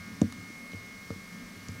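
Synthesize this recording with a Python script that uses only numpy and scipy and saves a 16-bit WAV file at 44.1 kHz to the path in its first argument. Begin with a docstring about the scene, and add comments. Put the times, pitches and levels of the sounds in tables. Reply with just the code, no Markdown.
"""Steady hum and whine of a hand-held tape camcorder panning across a quiet office, over tape hiss and low rumble.
The head drum is one comb of phase-locked cosines; its twelfth multiple, the whine, follows a level table.
Hiss and rumble are coloured noise with flickering half-octaves. Now and then something knocks with a dull
wooden boom (damped modes under a short push) and the casing ticks (noise bursts ringing casing modes)."""
import sys
import numpy as np
from scipy import signal
from scipy.fft import rfft, irfft
from scipy.io import wavfile
from scipy.ndimage import uniform_filter1d

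SR = 44100
rng = np.random.default_rng(int(sys.argv[2]) if len(sys.argv) > 2 else 0)


def boost(x):
    """Linear amplitude factor 10**(x/20) for a level x in decibels (scalar or array-like)."""
    u = np.asarray(x, float) / 20
    return 10 ** u


def dump(signal):
    """Clip the signal to [-1, 1] and save it as 16-bit WAV at the path in sys.argv[1]."""
    limited = np.clip(np.atleast_2d(signal).T, -1, 1)
    pcm = np.round(limited * 32767).astype(np.int16)
    wavfile.write(sys.argv[1], SR, pcm)


N = 79380
T = np.arange(N) / SR

# The *_SCALE_* settings multiply walk().
DRUM_HZ, WHINE_ORDER = 179.82, 12
# Drum comb, whine excluded: multiple of DRUM_HZ
DRUM_ORDERS = [1, 6, 7, 8, 9, 10, 11, 13, 14, 16, 17, 18, 20, 24, 25, 26, 28, 30, 31, 32, 33, 34, 36]
# Drum comb, one per multiple: level_db (rms, before waver)
DRUM_LEVELS_DB = [-57, -72, -71.5, -66.5, -64.5, -63, -66, -66, -73.5, -72.5, -83, -77, -85, -70.5, -122,
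                  -77, -72, -104.5, -70.5, -92.5, -73, -72.5, -77]
# Whine level as the camera turns: time_s, level_db (rms, before waver)
WHINE_LEVEL = [(0, -48.5), (.1, -52), (.15, -57), (.2, -60), (.28, -59), (.33, -54), (.4, -51.5), (.5, -50),
               (.73, -48.5), (1.0, -51), (1.3, -53), (1.67, -56.5), (1.8, -54)]
PHASE_CURL_RAD = 2.5  # per squared step from the whine: smears the pulse over the cycle
DRUM_JITTER_SCALE_S, SWITCH_JITTER_SCALE_S = .00002, .00001
# Drive switching lines at 10 kHz, for every 8th, 4th, 2nd multiple: level_db (rms, before waver)
SWITCH_LEVELS_DB = [-78, -82, -87]
SWITCH_FALL_DB_PER_KHZ = .3
# Other steady tones: pitch_hz, level_db (rms, before waver)
STEADY_TONES = [(1124, -68), (1229, -64), (1299, -70), (2119, -68), (2458, -75), (4177, -79), (4387, -77),
                (6180, -77), (8393, -84), (9830, -86), (11267, -87), (12710, -89), (15734, -84)]
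WAVER_SCALE_DB, WHINE_WAVER_SCALE_DB = 2.6, .6

# Rumble colour: freq_hz, density_db (relative, per Hz)
RUMBLE_COLOUR = [(11, -61), (18, -19), (91, -12.5), (114, -5.5), (151, -16.5), (167, -6), (184, -2),
                 (251, -1), (282, -6), (348, -30.5), (483, -26.5), (516, -27), (551, -27), (777, -42.5),
                 (900, -31), (1170, -23), (1980, -120)]
# Hiss colour: freq_hz, density_db (relative, per Hz)
HISS_COLOUR = [(410, -5), (700, -10), (841, -11.5), (1250, -10.5), (1520, -11.5), (1600, -9), (1890, -14),
               (2190, -7.5), (2300, -12.5), (2590, -14.5), (4610, -13), (5760, -13.5), (6830, -17.5),
               (15200, -27), (16000, -33)]
RUMBLE_RMS_DB, RUMBLE_FLICKER_SCALE_DB = -49, 5.1
HISS_RMS_DB, HISS_FLICKER_SCALE_DB = -53.5, 0.76  # rms before the pulsing
HISS_PULSE_DEPTH = 0.19

# Knocks, peaks before the bass cut: start_s, body_db, boom_db, ring_db, spot_hz (pitch the ring favours)
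KNOCKS = [(.0, -50, -38, -65, 497), (0.114, -58, -39.5, -48.5, 500), (0.2155, -8.5, -20.5, -21, 790),
          (0.379, -36.5, -37.5, -63, 500), (.5, -34, -58, -55, 500), (0.7309, -64, -41, -38.5, 550),
          (0.741, -37.5, -35.5, -53, 500), (1.1022, -28, -31, -31, 540), (1.159, -36, -62, -63, 500),
          (1.56, -44.5, -41, -58, 500), (1.687, -38, -28.5, -47.5, 504), (1.751, -46, -38.5, -47.5, 505)]
# Low boom modes, sounding just after each blow: freq_hz, level_db (relative), t60_s
BOOM_MODES = [(97.2, -0.5, 0.17), (134.3, -23.5, 0.45)]
# Body modes of the struck thing: freq_hz, level_db (relative), t60_s
BODY_MODES = [(195.8, -6, 0.18), (225, -2, 0.15), (263, 0, 0.08), (299, -4.5, 0.11)]
# Upper ring modes, before the spot weighting: freq_hz, level_db (relative), t60_s
RING_MODES = [(460, 0, .12), (540, -3, .06), (600, -7, .05), (720, -12, .04), (960, -15, .035),
              (1230, -12, .03)]
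BODY_PUSH_S, BOOM_PUSH_S, RING_PUSH_S = .0045, .009, .0017
BOOM_LATE_S, RING_LATE_S = .001, .002
RING_WIDTH_LN = .45  # natural log of frequency ratio
BASS_CUT_HZ = 102

# Ticks: start_s, level_db (rms over length_s, before the top cut), centre_hz, width_ln (log pitch), length_s
TICKS = [(.2152, -34, 4200, 1.2, .0028), (.3238, -41, 4500, 1.8, .0025), (.7190, -47, 3400, .4, .002),
         (.7325, -49, 3000, .25, .004), (1.1038, -44, 2200, 1., .002), (1.6848, -41, 6800, .4, .002),
         (1.717, -52, 9000, .3, .001)]
# Casing modes, before the tick weighting: freq_hz, level_db (relative), t60_s
CASING_MODES = [(700, -18, 0.0098), (1250, 11.5, 0.013), (1850, 5.5, .006), (2970, -0.5, 0.0056),
                (3990, 6.5, 0.0051), (4930, 2, 0.005), (5970, 9, 0.004), (6900, 2, 0.0065), (7740, 1, .006),
                (9400, -2, 0.0052), (10200, 1, 0.0039)]
TICK_TAIL_DB, TICK_TAIL_S = -20, .008  # tail start re burst, 1/e time
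TICK_TOP_HZ = 11000


def walk(rate_hz):
    """Smooth random drift: normal draws held 1 / rate_hz s, slewed twice; spread about 0.7."""
    hold = int(SR / rate_hz)
    steps = np.repeat(rng.standard_normal(N // hold + 1), hold)
    return 0.95 * uniform_filter1d(uniform_filter1d(steps, hold), hold)[:N]


def tone(hz, db, phase, t=T):
    """Steady line whose level wavers."""
    level = np.sqrt(2) * boost(db + WAVER_SCALE_DB * walk(8.94))
    return level * np.cos(2 * np.pi * hz * t + phase)


def whine(t):
    """Twelfth drum multiple, swelling and fading along its level table."""
    time_s, level_db = np.transpose(WHINE_LEVEL)
    db = np.interp(T, time_s, level_db) + WHINE_WAVER_SCALE_DB * walk(30)
    return np.sqrt(2) * boost(db) * np.cos(2 * np.pi * WHINE_ORDER * DRUM_HZ * t)


def switching():
    """Drive switching: even drum multiples 38-86, random phases, one shared jitter."""
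    t = T + SWITCH_JITTER_SCALE_S * walk(11.5)
    out = np.zeros(N)
    for k in range(38, 88, 2):
        rank = 0 if k % 8 == 0 else 1 if k % 4 == 0 else 2
        hz = k * DRUM_HZ
        db = SWITCH_LEVELS_DB[rank] - SWITCH_FALL_DB_PER_KHZ * (hz / 1000 - 10)
        out += tone(hz, db, rng.uniform(0, 2 * np.pi), t)
    return out


def drum():
    """Phase-locked drum multiples and whine on one jittered clock, plus switching and other tones."""
    t = T + DRUM_JITTER_SCALE_S * walk(14)
    out = whine(t) + switching()
    for k, db in zip(DRUM_ORDERS, DRUM_LEVELS_DB):
        out += tone(k * DRUM_HZ, db, PHASE_CURL_RAD * (k - WHINE_ORDER) ** 2, t)
    for hz, db in STEADY_TONES:
        out += tone(hz, db, rng.uniform(0, 2 * np.pi))
    return out


def coloured_noise(colour, rms_db, flicker_scale_db, rate_hz):
    """Gaussian noise shaped by a colour table; each half-octave flickers on its own."""
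    hz = np.maximum(np.arange(N // 2 + 1) * SR / N, 1)
    knot_hz, knot_db = np.transpose(colour)
    spectrum = rfft(rng.standard_normal(N)) * boost(np.interp(np.log(hz), np.log(knot_hz), knot_db))
    half_octave = 2 * np.log2(hz)
    first, last = int(2 * np.log2(knot_hz[0])) - 1, int(2 * np.log2(knot_hz[-1])) + 1
    out = np.zeros(N)
    for k in range(first, last + 1):
        band = np.clip(1 - abs(half_octave - k), 0, 1)  # overlapping triangles
        out += irfft(spectrum * band, N) * boost(flicker_scale_db * walk(rate_hz))
    return out * boost(rms_db) / np.std(out)


def noise_floor():
    """Low rumble, plus hiss pulsing slightly at the drum rate."""
    rumble = coloured_noise(RUMBLE_COLOUR, RUMBLE_RMS_DB, RUMBLE_FLICKER_SCALE_DB, 15)
    hiss = coloured_noise(HISS_COLOUR, HISS_RMS_DB, HISS_FLICKER_SCALE_DB, 11.85)
    pulse = 1 + HISS_PULSE_DEPTH * np.cos(2 * np.pi * DRUM_HZ * T)
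    return rumble + pulse * hiss


def struck(modes, push_s):
    """Damped modes driven by a push and rebound, peak 1."""
    t = T[:SR // 3]
    y = np.zeros(len(t))
    for hz, db, t60_s in modes:
        y += boost(db) * np.exp(-np.log(1000) * t / t60_s) * np.sin(2 * np.pi * hz * t)
    u = 2 * np.pi * np.arange(0, 1, 1 / (push_s * SR))
    push = np.sin(u) * np.sin(u / 2)
    y = np.convolve(y, push)[:len(t)]
    return -y / abs(y).max()


def add(out, x, start_s):
    """Mix x into out from start_s on."""
    i = max(int(start_s * SR), 0)
    out[i:i + len(x)] += x[:N - i]


def knocks():
    """Blows ring shared body and boom modes; the spot struck weights the upper ring; no deep bass."""
    out = np.zeros(N)
    body, boom = struck(BODY_MODES, BODY_PUSH_S), struck(BOOM_MODES, BOOM_PUSH_S)
    for start_s, body_db, boom_db, ring_db, spot_hz in KNOCKS:
        near = []
        for hz, db, t60_s in RING_MODES:
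            distance = np.log(hz / spot_hz) / RING_WIDTH_LN
            near.append((hz, db - 20 / np.log(10) * distance ** 2, t60_s))  # Gaussian in amplitude
        add(out, boost(body_db) * body, start_s)
        add(out, boost(ring_db) * struck(near, RING_PUSH_S), start_s + RING_LATE_S)
        add(out, boost(boom_db) * boom, start_s + BOOM_LATE_S)
    return signal.sosfilt(signal.butter(2, BASS_CUT_HZ, "high", fs=SR, output="sos"), out)


def ticks():
    """Noise bursts of a few ms, with a faint tail, ring the casing modes nearest each tick's centre."""
    out, t = np.zeros(N), T[:SR // 20]
    for start_s, db, centre_hz, width_ln, length_s in TICKS:
        envelope = np.exp(-(t / length_s) ** 3) + boost(TICK_TAIL_DB) * np.exp(-t / TICK_TAIL_S)
        casing = np.zeros(len(t))
        for hz, mode_db, t60_s in CASING_MODES:
            nearness = np.exp(-(np.log(hz / centre_hz) / width_ln) ** 2)
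            decay = np.exp(-np.log(1000) * t / t60_s)
            casing += boost(mode_db) * nearness * decay * np.sin(2 * np.pi * hz * t)
        crackle = envelope * rng.standard_normal(len(t))
        y = np.convolve(crackle, casing)[:len(t)]
        add(out, boost(db) * y / np.std(y[:int(length_s * SR)]), start_s)
    return signal.sosfilt(signal.butter(6, TICK_TOP_HZ, fs=SR, output="sos"), out)


def scene():
    """All sources sum at one microphone."""
    return (drum() + noise_floor() + knocks() + ticks())[None]


def top_cut(x):
    """Nothing passes above the cut-off."""
    return signal.sosfilt(signal.butter(12, 16130, fs=SR, output="sos"), x)


def record(dry):
    """Deliver the finished mix."""
    return top_cut(dry)


dry = scene()
out = record(dry)
dump(out)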